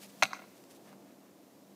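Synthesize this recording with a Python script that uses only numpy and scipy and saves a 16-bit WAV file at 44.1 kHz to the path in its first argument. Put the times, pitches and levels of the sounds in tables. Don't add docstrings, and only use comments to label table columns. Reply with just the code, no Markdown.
import sys
import numpy as np
from scipy import signal
from scipy.fft import rfft, irfft
from scipy.io import wavfile

SR = 44100
rng = np.random.default_rng(int(sys.argv[2]) if len(sys.argv) > 2 else 0)


def output_pcm(signal):
    pcm = np.clip(np.atleast_2d(signal).T, -1, 1) * 32767
    wavfile.write(sys.argv[1], SR, np.round(pcm).astype(np.int16))


N = 77175
T = np.arange(N) / SR
PUFF_N = 4096

# frequency in Hz, relative level in dB.
WIND_TONE = [(25, -43.5), (60, -35.5), (100, -14), (150, -5.5), (200, -3.5), (280, 2), (350, -3),
             (420, -5.5), (620, -3.5), (800, -10.5), (1100, -15), (1600, -27), (3300, -61)]
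# time in seconds, level in dB.
WIND_LEVEL = [(0, -58.5), (.5, -59.5), (.9, -57), (1.3, -60.5), (1.75, -60)]
# frequency in Hz, relative level in dB.
HISS_TONE = [(300, -33), (1000, -2.5), (1600, 1.5), (3000, -1), (6500, -1), (10000, -5), (13000, -2.5),
             (15500, -4.5)]
# time in seconds, level in dB.
HISS_LEVEL = [(0, -61), (.5, -64), (.9, -66.5), (1.3, -67.5), (1.75, -67)]
# frequency in Hz, width in Hz, level in dB.
DRONE_NOTES = [(197.3, 2.2, -65), (283.2, 16, -69), (341.4, 10, -72)]
# middle in seconds, half-length in seconds, level in dB.
RUSTLE_TIMES = [(0.033, 0.036, -52.5), (0.097, .012, -61), (0.153, .12, -68), (0.229, .04, -59.5),
                (0.574, 0.033, -66), (0.714, 0.02, -60.5), (0.757, 0.031, -62), (0.875, .07, -67.5)]
# frequency in Hz, relative level in dB.
RUSTLE_TONE = [(200, -47), (900, -6), (2500, 0.5), (5000, 0.5), (9000, -1.5), (14000, -5), (16000, -16)]
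# start in seconds, relative level in dB, treble edge in Hz,
# crunch decay in seconds, extra level sent to the wall in dB.
HORN_CONTACTS = [(0.2241, -2.4, 2200, .0007, 9), (0.2261, -5, 7920, 0.0005, 0),
                 (.2270, 5, 1300, .0006, -16), (.2285, -6, 2500, .0004, -6),
                 (0.2334, -5, 10000, 0.00084, -10), (0.2339, -4.5, 7000, .001, -28),
                 (.2379, -9.5, 7000, .0005, -14), (0.2405, -15, 3000, .001, -12),
                 (0.2544, -16.5, 4000, .0015, -11), (0.2628, -32.5, 4560, .001, 2)]
# frequency in Hz, relative level in dB.
CRACK_TONE = [(100, -38), (480, -28), (590, -3), (700, -5.5), (790, 0.5), (900, -5.5), (1070, 0.5),
              (1450, 3.5), (1850, -4), (2200, 1), (2600, 4), (3100, -8.5), (4100, 1), (4900, -9.5),
              (5800, -5.5), (7000, -12), (10000, -21.5), (12300, -18), (15500, -28)]
# frequency in Hz, relative level in dB, time to fall 60 dB in seconds.
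HORN_RINGS = [(770, -24.5, 0.056), (1070, -23.5, 0.021), (1450, -29.5, 0.044), (2188, -20, 0.026),
              (2620, -18.5, 0.014), (3124, -45, .025), (4000, -42, 0.0084), (4680, -30.5, .06),
              (6100, -19.5, 0.024)]
# start in seconds, frequency in Hz, level in dB before the soft rise,
# time to fall 60 dB in seconds.
BODY_THUDS = [(.227, 285, -37.5, 0.084), (0.237, 135.9, -42, 0.097), (.251, 197.1, -41.5, 0.081)]
# frequency in Hz, relative level in dB.
FIELD_TONE = [(200, -34.5), (700, -26.5), (1500, -21.5), (2200, -25.5), (3000, -24.5), (4700, -15),
              (6000, -21.5), (8000, -11.5), (15000, -6)]
# frequency in Hz, time to fall 60 dB in seconds.
FIELD_DECAY = [(200, 0.69), (1200, .65), (2500, 0.97), (5000, .42), (15000, 0.14)]
# delay in seconds, level in dB before the treble cut,
# treble edge in Hz, smear decay in seconds.
FIELD_ECHOES = [(.083, -26, 1700, 0.0062), (.102, -29.5, 2200, 0.0026), (.119, -29, 5000, 0.005),
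                (.138, -30.5, 2020, 0.0084), (.167, -28.5, 1100, 0.0022), (.193, -31.5, 1000, 0.0026),
                (.214, -32, 900, 0.0026)]
# frequency in Hz, relative level in dB.
SLAP_TONE = [(300, -14), (700, -2.5), (1100, 2.5), (2100, -4), (2700, -26), (4000, -3), (5000, 3),
             (8000, -11.5), (15000, -2.5)]
# frequency in Hz, relative level in dB.
BLOOM_TONE = [(300, -24), (1000, -7.5), (2500, -13.5), (4500, -4), (8000, 1), (15000, 7)]
# middle in seconds, half-length in seconds, level in dB, treble edge in Hz.
HOOF_SCUFFS = [(0.64, 0.0036, -58.5, 6000), (0.886, 0.033, -60.5, 1700), (0.93, 0.023, -62.5, 2200),
               (1.099, 0.065, -69, 2000), (1.27, 0.09, -70.5, 1304)]
# frequency in Hz, relative level in dB.
STAMP_TONE = [(100, -31.5), (500, 3.5), (850, 8), (1500, -9), (3000, -19), (8000, -19), (15000, -28)]

CRUNCH_DB = -5.5
CLASH_DB, RING_DB = -40.5, -9.5
NEAR_DB, NEAR_T60_S = -15.5, 0.092
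SLAP_DELAY_S, SLAP_DB = .1084, -20.5
BLOOM_DB, BLOOM_DECAY_S = -17, 0.037
STAMP_S, STAMP_DB = .929, -29.5
EDGE_HZ = 15600


def amp(db):
    return 10 ** (np.asarray(db) / 20)


def unit(x):
    return x / np.sqrt(np.mean(x ** 2) + 1e-20)


def read(points, hz):
    f, value = np.transpose(points)
    return np.interp(np.log(hz + 1), np.log(f + 1), value)


def add(mix, s, sound):
    part = mix[round(s * SR):][:len(sound)]
    part += sound[:len(part)]


def cut(x, hz, kind="low", order=2):
    edge_hz = min(hz, .45 * SR)
    return signal.sosfilt(signal.butter(order, edge_hz, kind, fs=SR, output="sos"), x)


def colour(x, points):
    gain = amp(read(points, np.fft.rfftfreq(N, 1 / SR)))
    return unit(irfft(rfft(x) * gain, N))


def burst(decay_s):
    x = rng.standard_normal(PUFF_N) * np.exp(-T[:PUFF_N] / decay_s)
    return x / np.linalg.norm(x)


def causal(points):
    log_gain = np.log(amp(read(points, abs(np.fft.fftfreq(PUFF_N, 1 / SR)))))
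    x = np.fft.ifft(np.exp(np.conj(signal.hilbert(log_gain)))).real
    return x / np.linalg.norm(x)


def grains(spread_db):
    noise = rng.standard_normal(N)
    boost_db = spread_db * np.minimum(rng.exponential(1, N), 4)
    return unit(noise * amp(boost_db))


def swell(s, length):
    return np.exp(-2 * ((T - s) / length) ** 2)


def steady_noise(tone, level):
    return colour(rng.standard_normal(N), tone) * amp(np.interp(T, *np.transpose(level)))


def wind():
    return steady_noise(WIND_TONE, WIND_LEVEL)


def hiss():
    return steady_noise(HISS_TONE, HISS_LEVEL)


def drone():
    out = np.zeros(N)
    f = np.fft.rfftfreq(N, 1 / SR)
    for hz, width, db in DRONE_NOTES:
        peak = 1 / (1 + (2 * (f - hz) / width) ** 2)
        out += amp(db) * unit(irfft(rfft(rng.standard_normal(N)) * peak, N))
    return out


def rustles():
    strength = sum(amp(db) * swell(s, length) for s, length, db in RUSTLE_TIMES)
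    return colour(grains(spread_db=5.5), RUSTLE_TONE) * strength


def horns():
    forward, to_wall = np.zeros((2, N))
    for s, db, bright_hz, crunch_s, wall_db in HORN_CONTACTS:
        push = amp(CRUNCH_DB) * burst(crunch_s)
        push[0] += 1
        push = amp(db) * cut(push, bright_hz, order=1)
        add(forward, s, push)
        add(to_wall, s, amp(wall_db) * push)
    t = T[:PUFF_N]
    ring = sum(amp(db - 60 * t / t60) * np.cos(2 * np.pi * hz * t) for hz, db, t60 in HORN_RINGS)
    body = causal(CRACK_TONE) + amp(RING_DB) * cut(ring, 310, "high")
    out = signal.fftconvolve([forward, to_wall], body[None], axes=1)[:, :N]
    return amp(CLASH_DB) * out / out[0].std()


def bodies(rise_s=.004):
    out = np.zeros(N)
    rise = 1 - np.exp(-T / rise_s)
    for s, hz, db, t60 in BODY_THUDS:
        add(out, s, amp(db - 60 * T / t60) * rise * np.sin(2 * np.pi * hz * T))
    return out


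def field(x):
    hz, t, z = signal.stft(rng.standard_normal(N), SR, nperseg=256)
    t60 = read(FIELD_DECAY, hz)[:, None]
    even_energy = np.sqrt(2 * np.log(1000) / (t60 * SR))
    z = z * amp(read(FIELD_TONE, hz)[:, None] - 60 * t / t60) * even_energy
    paths = signal.istft(z, SR, nperseg=256)[1][:N]
    add(paths, .002, amp(NEAR_DB) * burst(NEAR_T60_S / np.log(1000)))
    for delay, db, edge_hz, smear_s in FIELD_ECHOES:
        add(paths, delay, amp(db) * cut(burst(smear_s), edge_hz, order=1))
    return signal.fftconvolve(x, paths)[:N]


def wall(x):
    slap = amp(SLAP_DB) * causal(SLAP_TONE)
    bloom = signal.fftconvolve(burst(BLOOM_DECAY_S), causal(BLOOM_TONE))[:PUFF_N]
    paths = slap + amp(BLOOM_DB) * bloom
    out = np.zeros(N)
    add(out, SLAP_DELAY_S, signal.fftconvolve(x, paths))
    return out


def hooves(low_hz=550):
    crunch = cut(grains(spread_db=3), low_hz, "high")
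    out = np.zeros(N)
    for s, length, db, hz in HOOF_SCUFFS:
        out += amp(db) * swell(s, length) * unit(cut(crunch, hz))
    add(out, STAMP_S, amp(STAMP_DB) * causal(STAMP_TONE))
    return out


def scene():
    crack, to_wall = horns()
    clash = crack + bodies()
    echoes = wall(to_wall) + field(clash)
    movement = hooves() + rustles()
    background = wind() + hiss() + drone()
    return (clash + echoes + movement + background)[None]


def record(dry):
    low_pass = signal.firwin(511, EDGE_HZ, window=("kaiser", 9), fs=SR)
    return signal.oaconvolve(dry, low_pass[None], "same")


dry = scene()
out = record(dry)
output_pcm(out)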